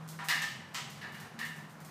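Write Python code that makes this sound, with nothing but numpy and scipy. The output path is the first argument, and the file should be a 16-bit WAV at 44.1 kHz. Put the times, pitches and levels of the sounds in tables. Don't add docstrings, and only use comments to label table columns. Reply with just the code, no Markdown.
import sys
import numpy as np
from scipy import signal
from scipy.fft import rfft, irfft
from scipy.io import wavfile
from scipy.ndimage import uniform_filter1d

SR = 44100
rng = np.random.default_rng(int(sys.argv[2]) if len(sys.argv) > 2 else 0)


def to_wav(sig):
    pcm = np.clip(np.atleast_2d(sig), -1, 1) * 32767
    pcm = np.round(pcm).astype(np.int16)
    wavfile.write(sys.argv[1], SR, pcm.T)


N = 83790

# (f/Hz, bandwidth/Hz, relative level/dB)
HUM_BANDS = [(96.5, 7, -68.5), (138, 27, -59.5), (163.6, 20.4, -57), (203, 6.6, -60), (227.6, 6.5, -61)]
# (t/s, level/dB)
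HUM_ENVELOPE = [(0, -8), (.4, -3.5), (.55, 4), (.72, -3), (.88, 2), (1.35, 0.5), (1.9, -3.5)]
DRONE_ENVELOPE = [(0, -46), (.18, -49), (.36, -51.5), (.5, -66), (1.9, -55)]
# (f/Hz, relative level/dB)
RUSH_SPECTRUM = [(25, -44), (50, -11), (65, -30), (110, 1.5), (260, -1), (420, -4), (600, -3), (1000, -1.5),
                 (1600, -5), (3000, -17), (7000, -24.5), (15000, -35)]
# (t/s, relative level/dB, scuff time constant/s)
CLAW_TICKS = [(.078, -22.5, 0.0014), (0.089, -17, 0.0016), (.243, -21.5, .003), (0.2494, -20, .002),
              (.275, -35, .003), (0.2857, -6, 0.00091), (0.292, -14.5, .001), (0.42, -14, 0.0014),
              (0.741, -23, .002), (0.745, -18, .002), (.900, -22, .003), (1.013, -30, 0.0067),
              (1.122, -28.5, 0.0044), (1.147, -25.5, 0.0046), (1.202, -22.5, 0.0013), (1.392, -17, 0.0012),
              (1.451, -18, .003), (1.562, -26, .007), (1.697, -29.5, .007), (1.804, -27, 0.0029),
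              (1.848, -22.5, 0.0058)]
# (f/Hz, T60/s)
BALCONY_T60 = [(1000, 0.42), (2500, 0.76), (5000, 0.62), (8000, 0.55), (14000, 0.4)]
# (t/s, clack gain/dB, ring gain/dB, cutoff f/Hz, most favoured f/Hz)
BOWL_KNOCKS = [(0.19, -15, -52, 2620, 1650), (0.2866, -2, -34, 12000, 1640),
               (0.2918, -2.5, -33.5, 5960, 1940), (.307, 0, -34, 1940, 1940), (.406, -25, -37, 4540, 1660),
               (1.013, -18.5, -48, 4270, 1720), (1.026, -20.5, -55, 4250, 1710),
               (1.042, -14.5, -48, 2020, 1670), (1.144, -18.5, -55.5, 3520, 1780),
               (1.203, -25, -58, 4970, 1870), (1.39, -13.5, -44, 5540, 1920),
               (1.401, -8.5, -40.5, 2270, 1840), (1.425, -11.5, -50, 2130, 1830),
               (1.451, -18, -52.5, 2210, 1910)]
# (f/Hz, relative level/dB, T60/s)
BOWL_MODES = [(818, -12.5, .85), (977, -9.5, .55), (1233, -11, .5), (1622, -6, .42), (1696, -7.5, .5),
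              (1752, -2.5, .66), (1780, -1.5, .74), (1830, -5, .58), (1893, -2, .44), (1953, -3, .34),
              (2048, -6.5, .33), (2095, -11, .36), (2885, -11.5, .66), (2947, -12, .62)]
HOLLOW_MODES = [(791.3, -42.5, 0.86), (973, -35, 0.38), (1345, -51, 0.29)]
# (t/s, relative level/dB)
SOFT_STEPS = [(.191, -8.5), (.222, -10.5), (.765, -12), (1.042, -19.5)]
LANDINGS = [(0.4201, -5), (.746, -4.5), (.752, -8), (0.96, -22.5)]
# (f/Hz, gain/dB)
TICK_SPECTRUM = [(300, -71), (1500, -18), (3300, -3.5), (6000, -1), (9000, -2), (11000, -6), (14500, -4),
                 (16000, -13)]
CLACK_SPECTRUM = [(60, -25), (200, -15.5), (600, -15.5), (810, 2.5), (880, -7), (980, 5), (1100, 0.5),
                  (1250, 5), (1480, -0.5), (1780, 16.5), (2000, 10.5), (2200, 7.5), (2450, 2.5),
                  (2900, 9.5), (3200, -1.5), (3550, 5), (5000, 2.5), (10000, -12), (16000, -11)]
STEP_SPECTRUM = [(150, -30), (620, -23), (795, 8), (880, -9.5), (985, 6.5), (1100, 4.5), (1300, 8),
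                 (1800, 3), (2500, -4.5), (5000, -15), (9000, -22), (16000, -50)]
HOP_SPECTRUM = [(150, -54), (550, -21), (950, -5), (1280, 3), (1500, -7), (2060, 7), (2400, 0.5),
                (3000, 4.5), (3700, -1.5), (5000, -1.5), (8000, -6.5), (10500, -23.5), (16000, -27)]


def undb(db):
    return 10 ** (np.asarray(db) / 20)


def gain_at(spectrum, hz):
    freqs, levels = np.array(spectrum).T
    return undb(np.interp(np.log(np.maximum(hz, 1)), np.log(freqs), levels))


def noise(gain):
    white = rfft(rng.standard_normal(N))
    shaped = irfft(white * gain(np.fft.rfftfreq(N, 1 / SR)), N)
    return shaped / np.sqrt(np.mean(shaped ** 2))


def drift(rate_hz):
    return noise(lambda f: np.exp(-(f / rate_hz) ** 2))


def hum(t):
    bands = sum(undb(db) * noise(lambda f: 1 / (1 + (2 * (f - hz) / width) ** 2))
                for hz, width, db in HUM_BANDS)
    return bands * undb(np.interp(t, *np.array(HUM_ENVELOPE).T))


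def drone(t, pitch_hz=158, waver=0.0081):
    cycles = np.cumsum(pitch_hz * (1 + waver * drift(rate_hz=6.9))) / SR
    rms = undb(np.interp(t, *np.array(DRONE_ENVELOPE).T))
    return rms * np.sqrt(2) * np.sin(2 * np.pi * cycles)


def outdoor_rush(level_db=-53, flutter_db=1.34):
    rush = noise(lambda f: gain_at(RUSH_SPECTRUM, f))
    return rush * undb(level_db + flutter_db * drift(rate_hz=22))


def delayed(x, start):
    return np.concatenate([np.zeros(max(int(start * SR), 0)), x, np.zeros(N)])[:N]


def colour(x, spectrum, size=2048):
    cepstrum = irfft(np.log(gain_at(spectrum, np.fft.rfftfreq(size, 1 / SR))))
    cepstrum[1:size // 2] *= 2
    cepstrum[size // 2 + 1:] = 0
    return signal.fftconvolve(x, irfft(np.exp(rfft(cepstrum))))[:N]


def whiten(x, smoothing_hz=300):
    spectrum = rfft(x)
    power = uniform_filter1d(np.abs(spectrum) ** 2, int(smoothing_hz * len(x) / SR))
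    fade_out = np.minimum(1, 10 * np.linspace(1, 0, len(x)))
    return irfft(spectrum * np.sqrt(power.mean() / power), len(x)) * fade_out


def balcony_echo(t, early_db=-5.5, late_db=3.5, early_decay_s=0.021, reflections_per_s=1500, gap_s=0.003):
    log_hz = np.log(np.fft.rfftfreq(len(t), 1 / SR) + 1)
    hiss = rfft(rng.standard_normal(len(t)))
    centres = np.log([hz for hz, _ in BALCONY_T60])
    late = 0
    for weights, (_, t60) in zip(np.eye(len(centres)), BALCONY_T60):
        band = irfft(hiss * np.interp(log_hz, centres, weights), len(t))
        late = late + band * undb(-60 * t / t60)
    early = rng.standard_normal(len(t)) * np.exp(-t / early_decay_s)
    early *= rng.random(len(t)) < reflections_per_s / SR
    echo = undb(late_db) * late / np.linalg.norm(late) + undb(early_db) * early / np.linalg.norm(early)
    return delayed(echo, gap_s)[:len(t)]


def contact(t, scuff_s, direct_db=-5, equal_energy_s=0.0019):
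    grit = rng.standard_normal(len(t)) * np.exp(-t / scuff_s)
    force = np.sqrt(scuff_s / equal_energy_s) * grit / np.linalg.norm(grit)
    force[0] += 1
    force /= np.linalg.norm(force)
    reflected = signal.fftconvolve(force, balcony_echo(t))[:len(t)]
    return whiten(undb(direct_db) * force + reflected)


def claws(t):
    ticks = sum(undb(db) * delayed(contact(t, scuff_s, direct_db=-3), start)
                for start, db, scuff_s in CLAW_TICKS)
    return colour(ticks, TICK_SPECTRUM)


def bowl_clacks(t):
    clacks = 0
    for start, db, _, cutoff_hz, _ in BOWL_KNOCKS:
        lowpass = signal.butter(2, cutoff_hz, fs=SR, output="sos")
        knock = signal.sosfilt(lowpass, contact(t, scuff_s=0.0018))
        clacks = clacks + undb(db) * delayed(knock, start)
    return colour(clacks, CLACK_SPECTRUM)


def ringing(t, modes, rise_s=0.005, scatter_hz=2.5):
    detune = scatter_hz * rng.standard_normal(len(modes))
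    ring = sum(undb(db - 60 * t / t60) * np.sin(2 * np.pi * (hz + offset) * t)
               for (hz, db, t60), offset in zip(modes, detune))
    return ring * (1 - np.exp(-t / rise_s))


def bowl_ring(t, spot_width_hz=110, off_spot_db=-5, echo_db=-14):
    ring = 0
    for start, _, ring_db, _, spot_hz in BOWL_KNOCKS:
        modes = []
        for hz, db, t60 in BOWL_MODES:
            coupling = np.exp(-((hz - spot_hz) / spot_width_hz) ** 2)
            modes.append((hz, db + off_spot_db * (1 - coupling), t60))
        ring = ring + undb(ring_db) * delayed(ringing(t, modes), start)
    return ring + undb(echo_db) * signal.fftconvolve(ring, balcony_echo(t))[:N]


def steps(t):
    pats = sum(undb(db) * delayed(contact(t, scuff_s=0.007), start) for start, db in SOFT_STEPS)
    hollow = sum(undb(db) * delayed(ringing(t, HOLLOW_MODES), start) for start, db in SOFT_STEPS)
    return colour(pats, STEP_SPECTRUM) + hollow


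def hops(t):
    slaps = sum(undb(db) * delayed(contact(t, scuff_s=0.0041), start) for start, db in LANDINGS)
    return colour(slaps, HOP_SPECTRUM)


def scene():
    t = np.arange(N) / SR
    age = t[:SR]
    footwork = hops(age) + steps(age) + claws(age)
    bowl = bowl_clacks(age) + bowl_ring(age)
    background = hum(t) + drone(t) + outdoor_rush()
    return (footwork + bowl + background)[None]


def record(dry, cutoff_hz=15300):
    return signal.sosfilt(signal.ellip(10, .2, 70, cutoff_hz, fs=SR, output="sos"), dry)


dry = scene()
out = record(dry)
to_wav(out)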